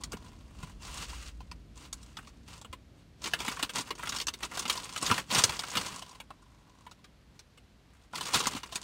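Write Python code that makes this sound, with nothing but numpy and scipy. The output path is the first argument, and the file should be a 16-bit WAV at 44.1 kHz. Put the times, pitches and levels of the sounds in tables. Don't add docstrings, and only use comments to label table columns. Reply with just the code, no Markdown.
import sys
import numpy as np
from scipy import signal
from scipy.io import wavfile
from scipy.ndimage import uniform_filter1d

SR = 44100
rng = np.random.default_rng(int(sys.argv[2]) if len(sys.argv) > 2 else 0)


def waveform_to_disk(signal):
    frames = np.transpose(np.atleast_2d(signal))
    scaled = np.clip(frames, -1, 1) * 32767
    samples = np.round(scaled).astype(np.int16)
    wavfile.write(sys.argv[1], SR, samples)


def magnitude_from_level(level_db):
    exponent = np.asarray(level_db, float) / 20
    return 10 ** exponent


N = 389403

# (per Hz, shape only)
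STILL_AIR = [(180, -25), (300, -7), (433, -5), (4230, -13), (14500, -31), (16000, -45)]
STILL_AIR_DB = -68
# (per Hz, shape only)
STREET_COLOUR = [(47, -44), (80, 2), (206, -3), (290, -6.5), (425, -17), (700, -21), (1100, -68.5)]
# time_s, drone_db, wash_db
TRAFFIC = [(0, -49, -51.5), (.5, -51.5, -56), (.62, -49.5, -53), (1.2, -45.5, -60), (1.55, -49, -55),
           (1.65, -56.5, -56.5), (2.2, -51, -57.5), (2.5, -56.5, -58), (6, -63.5, -61.5),
           (8.83, -60.5, -65)]
# pitch_hz, fall_by_60_db_s
CABIN_DECAY = [(300, 0.2), (800, 0.059), (2000, 0.071), (5500, 0.047), (14000, 0.073)]
# start_s, peak_db, pitch_hz
SOFT_THUDS = [(0.137, -34.5, 415), (0.142, -36.5, 202), (0.633, -35.5, 150), (2.696, -40.5, 74),
              (3.253, -39, 327), (3.482, -32, 253), (3.63, -31.5, 292), (3.799, -39, 259),
              (5.104, -29, 104), (5.322, -38.5, 204), (5.439, -33.5, 102), (5.763, -32, 222),
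              (8.466, -34, 243), (8.55, -32.5, 261.7)]
# time_s, rustle_db
RESTING_LEVEL = [(0, -65.5), (1.3, -69.5), (1.6, -79), (2.6, -71), (2.8, -86), (3.16, -94), (3.3, -52),
                 (4.3, -64), (5.25, -56), (6.15, -66), (6.25, -80), (6.45, -72), (6.95, -72), (7.2, -109.5),
                 (8.1, -79), (8.7, -51)]
# start_s, length_s, rustle_db, change_db (from start to end)
HAND_STROKES = [(0.115, 0.18, -63.5, 4.5), (0.544, 0.1, -64.5, 10.5), (0.658, 0.052, -59.5, 1.5),
                (0.821, 0.21, -51.5, 10), (1.087, 0.2, -47.5, -5), (1.767, 0.094, -58.5, 6),
                (1.947, 0.35, -63, -1.5), (2.487, 0.087, -53, -1), (3.235, 0.04, -44, 4),
                (3.391, 0.029, -42.5, 2), (3.414, 0.24, -44, 0), (3.757, 0.031, -37.5, 5.5),
                (3.83, 0.039, -54.5, 6), (3.98, 0.19, -50.5, 7.5), (4.443, 0.015, -35, -9),
                (4.502, 0.14, -47, 4), (4.675, 0.39, -42, -11), (5.026, 0.18, -35, -5),
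                (5.306, 0.084, -37, 12), (5.423, 0.25, -37, -12), (5.675, 0.11, -49, 11),
                (5.795, 0.19, -38, -8), (5.99, .17, -55, -3), (2.974, 0.027, -67, 0.5),
                (7.345, 0.012, -71.5, 10), (7.921, 0.12, -67, -2.5), (8.162, 0.26, -42.5, 1),
                (8.341, 0.025, -33.5, 4), (8.39, 0.084, -40.5, 0), (8.492, 0.074, -38.5, 0.5),
                (8.758, 0.13, -51, 0)]
RISE_DB_PER_S, FALL_DB_PER_S = 550, 449.5
# time_s, slide_share (0 all crackle, 1 all smooth sliding), hollow_db (against the rustle)
TOUCH_MANNER = [(0, 0.08, 2), (.8, 0.6, -4.5), (1.3, 0.54, -19), (1.5, 0.43, -6), (2.55, 0.46, -7),
                (3.3, 0.09, -7), (5.9, 0.18, -7.5), (6.4, 0.21, 6.5), (8.05, 0.04, -8)]
# pitch_hz, level_db
SKIN_COLOUR = [(1750, 0), (2170, -4.5), (2760, 11), (3270, -5), (3800, 0)]
# (per Hz, shape only)
FILM_COLOUR = [(760, -15), (1300, -4), (1940, -8.5), (2950, -3), (7000, 1.5), (9000, -0.5), (11200, -11.5),
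               (15800, -14.5)]
# pitch_hz, width_hz, level_db
HOLLOW_MODES = [(615, 1700, -18), (780, 60, -16), (1000, 61, 12.5), (1120, 85, 6.5), (1433, 79, 0)]
# start_s, peak_db, pitch_hz (of the film patch), knock_db (hollow knock against the peak)
CREASE_SNAPS = [(0.0365, -25, 7360, -43), (0.1201, -28.5, 8700, -10), (0.1317, -28.5, 1940, -19),
                (0.628, -36.5, 2790, -3), (1.0171, -42, 1840, -37), (1.1287, -43.5, 2700, 4),
                (1.4053, -40.5, 2760, -0.5), (1.5144, -31, 3350, -9), (1.928, -24, 8400, -21),
                (2.029, -41.5, 8200, -25), (2.1695, -28.5, 2540, -18), (2.1878, -33.5, 1540, -11),
                (2.272, -40, 2500, -9), (2.614, -38, 7160, -10), (2.6471, -33.5, 2590, -10),
                (2.7286, -32, 2600, -5), (3.2411, -21.5, 5760, -21), (3.259, -19.5, 3120, -37),
                (3.3355, -13, 2350, -25), (3.3898, -32, 3830, -10), (3.4035, -24, 2600, -7.5),
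                (3.4477, -30, 2840, -3), (3.4808, -16, 2740, -19), (3.5705, -31, 1710, -5),
                (3.594, -25, 2060, -8), (3.6272, -17.5, 3800, -17), (3.694, -23.5, 2920, -35),
                (3.7515, -38, 2760, -9), (3.7658, -26, 1830, -26), (3.906, -21, 1820, -23.5),
                (3.9526, -37, 4250, -7), (3.9935, -32.5, 2210, -3.5), (4.0335, -26.5, 1470, -16),
                (4.0539, -36, 3090, -15), (4.0725, -23.5, 2800, -30), (4.0921, -21, 6060, -22),
                (4.122, -22, 2370, -23), (4.1467, -33, 2850, -1), (4.163, -24.5, 5000, -28),
                (4.186, -23, 4500, -30), (4.2005, -20.5, 5000, -21), (4.2126, -22.5, 5400, -19),
                (4.2693, -19.5, 7350, -17.5), (4.2826, -18.5, 3500, -29), (4.338, -29, 4500, -20),
                (4.4309, -21.5, 2500, -17), (4.5182, -34, 1630, -10), (4.5523, -29, 5000, -20),
                (4.573, -23.5, 2880, -8.5), (4.593, -19, 9100, -20), (4.6537, -23.5, 2250, -14),
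                (4.6795, -24, 4500, -17), (4.6976, -15, 3370, -23), (4.7253, -23, 7100, -26),
                (4.7547, -27, 3040, -10), (4.775, -24, 4100, -9), (4.8391, -34, 7500, -26),
                (4.9618, -22.5, 3200, -22), (4.9763, -24.5, 5800, -20), (5.025, -18.5, 8060, -7),
                (5.0634, -18, 5500, -50), (5.0988, -18, 1510, -10.5), (5.1133, -9.5, 2410, -9),
                (5.1804, -19.5, 1714, -30), (5.3134, -19.5, 3580, -14), (5.3483, -11, 5190, -20.5),
                (5.385, -15, 3870, -31.5), (5.4181, -23.5, 5700, -35.5), (5.4379, -5.5, 7220, -19.5),
                (5.4933, -20.5, 2650, -9.5), (5.5924, -18.5, 4300, -22), (5.6371, -27, 1770, -13),
                (5.702, -29, 7100, -28), (5.7535, -19, 2940, -29), (5.7703, -15.5, 3360, -14),
                (5.7855, -25.5, 3220, -18), (5.8125, -26.5, 7040, -29), (5.8812, -30, 6000, -9),
                (6.0223, -31.5, 3000, -5), (6.1117, -41.5, 7520, -6.5), (6.2014, -32.5, 2770, -9.5),
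                (6.3049, -41, 1790, 5.5), (6.8658, -40.5, 2040, 0), (6.9127, -38, 3870, -10),
                (7.0431, -40, 2900, -39), (7.3922, -38.5, 4000, -19), (7.5754, -45, 2870, -14),
                (8.1344, -37, 1680, 3.5), (8.1553, -25.5, 4200, -28), (8.177, -28.5, 5160, -21),
                (8.209, -24, 3660, -7), (8.236, -33, 5000, -20), (8.2667, -23, 4600, -17),
                (8.3372, -15.5, 7900, -10), (8.3439, -11, 4000, -19), (8.3579, -17.5, 3030, -31),
                (8.3917, -23, 7530, -18), (8.402, -18.5, 3060, -9.5), (8.4271, -26, 3830, -8),
                (8.457, -18, 2600, -26), (8.4693, -12.5, 7300, -9), (8.6324, -28, 2600, -8),
                (8.7239, -28.5, 3850, -9), (8.7564, -20.5, 5200, -17)]


def evened(x):
    return x / np.sqrt(np.mean(x ** 2) + 1e-20)


def read(points, hz):
    f, value = np.transpose(points)
    return np.interp(np.log(hz + 1), np.log(f + 1), value)


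def curve(rows):
    s, *columns = np.transpose(rows)
    return [np.interp(np.arange(N) / SR, s, c) for c in columns]


def colour(points):
    hz = abs(np.fft.fftfreq(4096, 1 / SR))
    log_gain = np.log(magnitude_from_level(np.maximum(read(points, hz), -100)))
    phase = -signal.hilbert(log_gain).imag
    return np.fft.ifft(np.exp(log_gain + 1j * phase)).real[:2048]


def hiss(points):
    return evened(signal.oaconvolve(rng.standard_normal(N), colour(points))[:N])


def ring(hz, width, size):
    t = np.arange(size) / SR
    return np.exp(-np.pi * width * t) * np.sin(2 * np.pi * hz * t)


def still_air():
    return magnitude_from_level(STILL_AIR_DB) * hiss(STILL_AIR)


def traffic(drone_hz=56, width_hz=16):
    drone_db, wash_db = curve(TRAFFIC)
    narrow = ring(drone_hz, width_hz, size=8192)
    wide = ring(drone_hz, 3 * width_hz, size=8192)
    mode = np.diff(signal.fftconvolve(narrow, wide))
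    drone = evened(signal.oaconvolve(rng.standard_normal(N), mode)[:N])
    return magnitude_from_level(drone_db) * drone + magnitude_from_level(wash_db) * hiss(STREET_COLOUR)


def cabin_paths(count, echo_db=3.02, gap_s=0.00065):
    echoes = rng.choice([-1., 1.], (count, 6144)) * (rng.random((count, 6144)) < .15)
    hz, t, z = signal.stft(echoes, SR, nperseg=128)
    fade_db = -60 * t / read(CABIN_DECAY, hz)[:, None]
    paths = signal.istft(z * magnitude_from_level(fade_db), SR, nperseg=128)[1]
    paths[:, :round(gap_s * SR)] = 0
    paths *= magnitude_from_level(echo_db) / np.linalg.norm(paths, axis=1)[:, None]
    paths[:, 0] = 1
    return paths


def effort_db():
    t, level_db = np.arange(N) / SR, curve(RESTING_LEVEL)[0]
    for s, length, db, change_db in HAND_STROKES:
        hold_db = db + change_db * np.clip((t - s) / length, 0, 1)
        before_s = np.maximum(s - t, 0)
        after_s = np.maximum(t - s - length, 0)
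        stroke_db = hold_db - (RISE_DB_PER_S * before_s + FALL_DB_PER_S * after_s)
        level_db = np.maximum(level_db, stroke_db)
    return level_db


def puffs(puff_db=-10, puff_hz=150):
    breath = np.diff(ring(puff_hz, puff_hz, size=2048))
    air = evened(signal.oaconvolve(rng.standard_normal(N), breath)[:N])
    return magnitude_from_level(effort_db() + puff_db) * air


def thuds(cycles=4.6, rise_s=0.0022):
    out = np.zeros(N + SR)
    rise = 1 - np.exp(-np.arange(8192) / SR / rise_s)
    for s, peak_db, hz in SOFT_THUDS:
        sound = rise * ring(hz, hz / cycles, size=8192)
        out[round(s * SR):][:8192] += magnitude_from_level(peak_db) * sound / abs(sound).max()
    return out[:N]


def patch(hz, sharp, flat):
    tick = ring(hz, hz / sharp, size=256) / sharp
    tick[0] = flat
    return signal.fftconvolve(tick, colour(FILM_COLOUR)[:512])


def hollow_ring():
    out = np.zeros(3000)
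    for k, (hz, width, db) in enumerate(HOLLOW_MODES):
        out += (-1) ** k * magnitude_from_level(db) * ring(hz, width, size=3000)
    return out


def crackle_ticks(level_db, ticks_per_s=300, spread_db=5.5, clump_db=4, crowding=.6, usual_db=-48, light_db=10):
    slow = uniform_filter1d(uniform_filter1d(rng.standard_normal(N), 500), 500)
    clumps = magnitude_from_level(clump_db * evened(slow))
    size = magnitude_from_level(spread_db * np.minimum(rng.exponential(1, N), 3)) * rng.choice([-1, 1], N)
    crowd = magnitude_from_level(crowding * np.maximum(level_db - usual_db, -light_db))
    happens = rng.random(N) < crowd * clumps * ticks_per_s / SR
    return evened(size * happens / np.sqrt(crowd))


def rustle(paths):
    level_db, (slide, hollow_db) = effort_db(), curve(TOUCH_MANNER)
    slide = np.clip(slide, 0, 1)
    drive = np.sqrt(1 - slide) * crackle_ticks(level_db) + np.sqrt(slide) * hiss(SKIN_COLOUR)
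    spot = rng.integers(0, len(paths), N)
    bright, knock = np.zeros(N), np.zeros(N)
    hollow = np.pad(hollow_ring(), (0, paths.shape[1] - 3000))
    pitches = np.geomspace(1800, 9500, len(paths))
    for k, (path, hz) in enumerate(zip(paths, pitches)):
        part = magnitude_from_level(level_db) * drive * (spot == k)
        film = patch(hz, sharp=1.3, flat=0.73)
        film_answer = evened(signal.fftconvolve(path, film))
        bright += signal.oaconvolve(part, film_answer)[:N]
        hollow_answer = evened(signal.fftconvolve(path[:200], hollow))
        knock += signal.oaconvolve(magnitude_from_level(hollow_db) * part, hollow_answer)[:N]
    return (bright + knock) / np.sqrt(paths.shape[1])


def snaps(paths, tear_s=0.0038, early_s=0.012, first=0.45, later=0.49, small_hz=3500):
    out, t = np.zeros(N + SR), np.arange(1500) / SR
    shape = (len(CREASE_SNAPS), 1500)
    runs = rng.standard_normal(shape) * (rng.random(shape) < .1)
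    runs *= later * np.exp(-t / tear_s)
    runs[:, 0] = first
    taut = 2 ** rng.uniform(-0.83, 1, len(CREASE_SNAPS))
    hollow = hollow_ring()
    for k, (s, peak_db, hz, knock_db) in enumerate(CREASE_SNAPS):
        heard = signal.fftconvolve(runs[k], paths[k % len(paths)])
        film = patch(hz, sharp=0.76 * taut[k], flat=min(hz / small_hz, 1))
        bright = signal.fftconvolve(heard, film)[:len(heard)]
        early = heard * np.exp(-np.arange(len(heard)) / SR / early_s)
        knock = signal.fftconvolve(early, hollow)[:len(heard)]
        sound = bright / abs(bright).max() + magnitude_from_level(knock_db) * knock / abs(knock).max()
        out[round(s * SR):][:len(sound)] += magnitude_from_level(peak_db) * sound
    return out[:N]


def scene():
    paths = cabin_paths(count=12)
    background = still_air() + traffic()
    packet = puffs() + thuds() + rustle(paths) + snaps(paths)
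    return (background + packet)[None]


def low_pass(x):
    return signal.sosfilt(signal.butter(12, 16960, fs=SR, output="sos"), x)


def record(dry, bass_hz=38, edge_hz=15850):
    bass_cut = signal.butter(2, bass_hz, "high", fs=SR, output="sos")
    band_limit = signal.firwin(255, edge_hz, window=("kaiser", 3), fs=SR)
    mix = signal.oaconvolve(signal.sosfilt(bass_cut, dry), band_limit[None], "same")
    return low_pass(mix)


dry = scene()
out = record(dry)
waveform_to_disk(out)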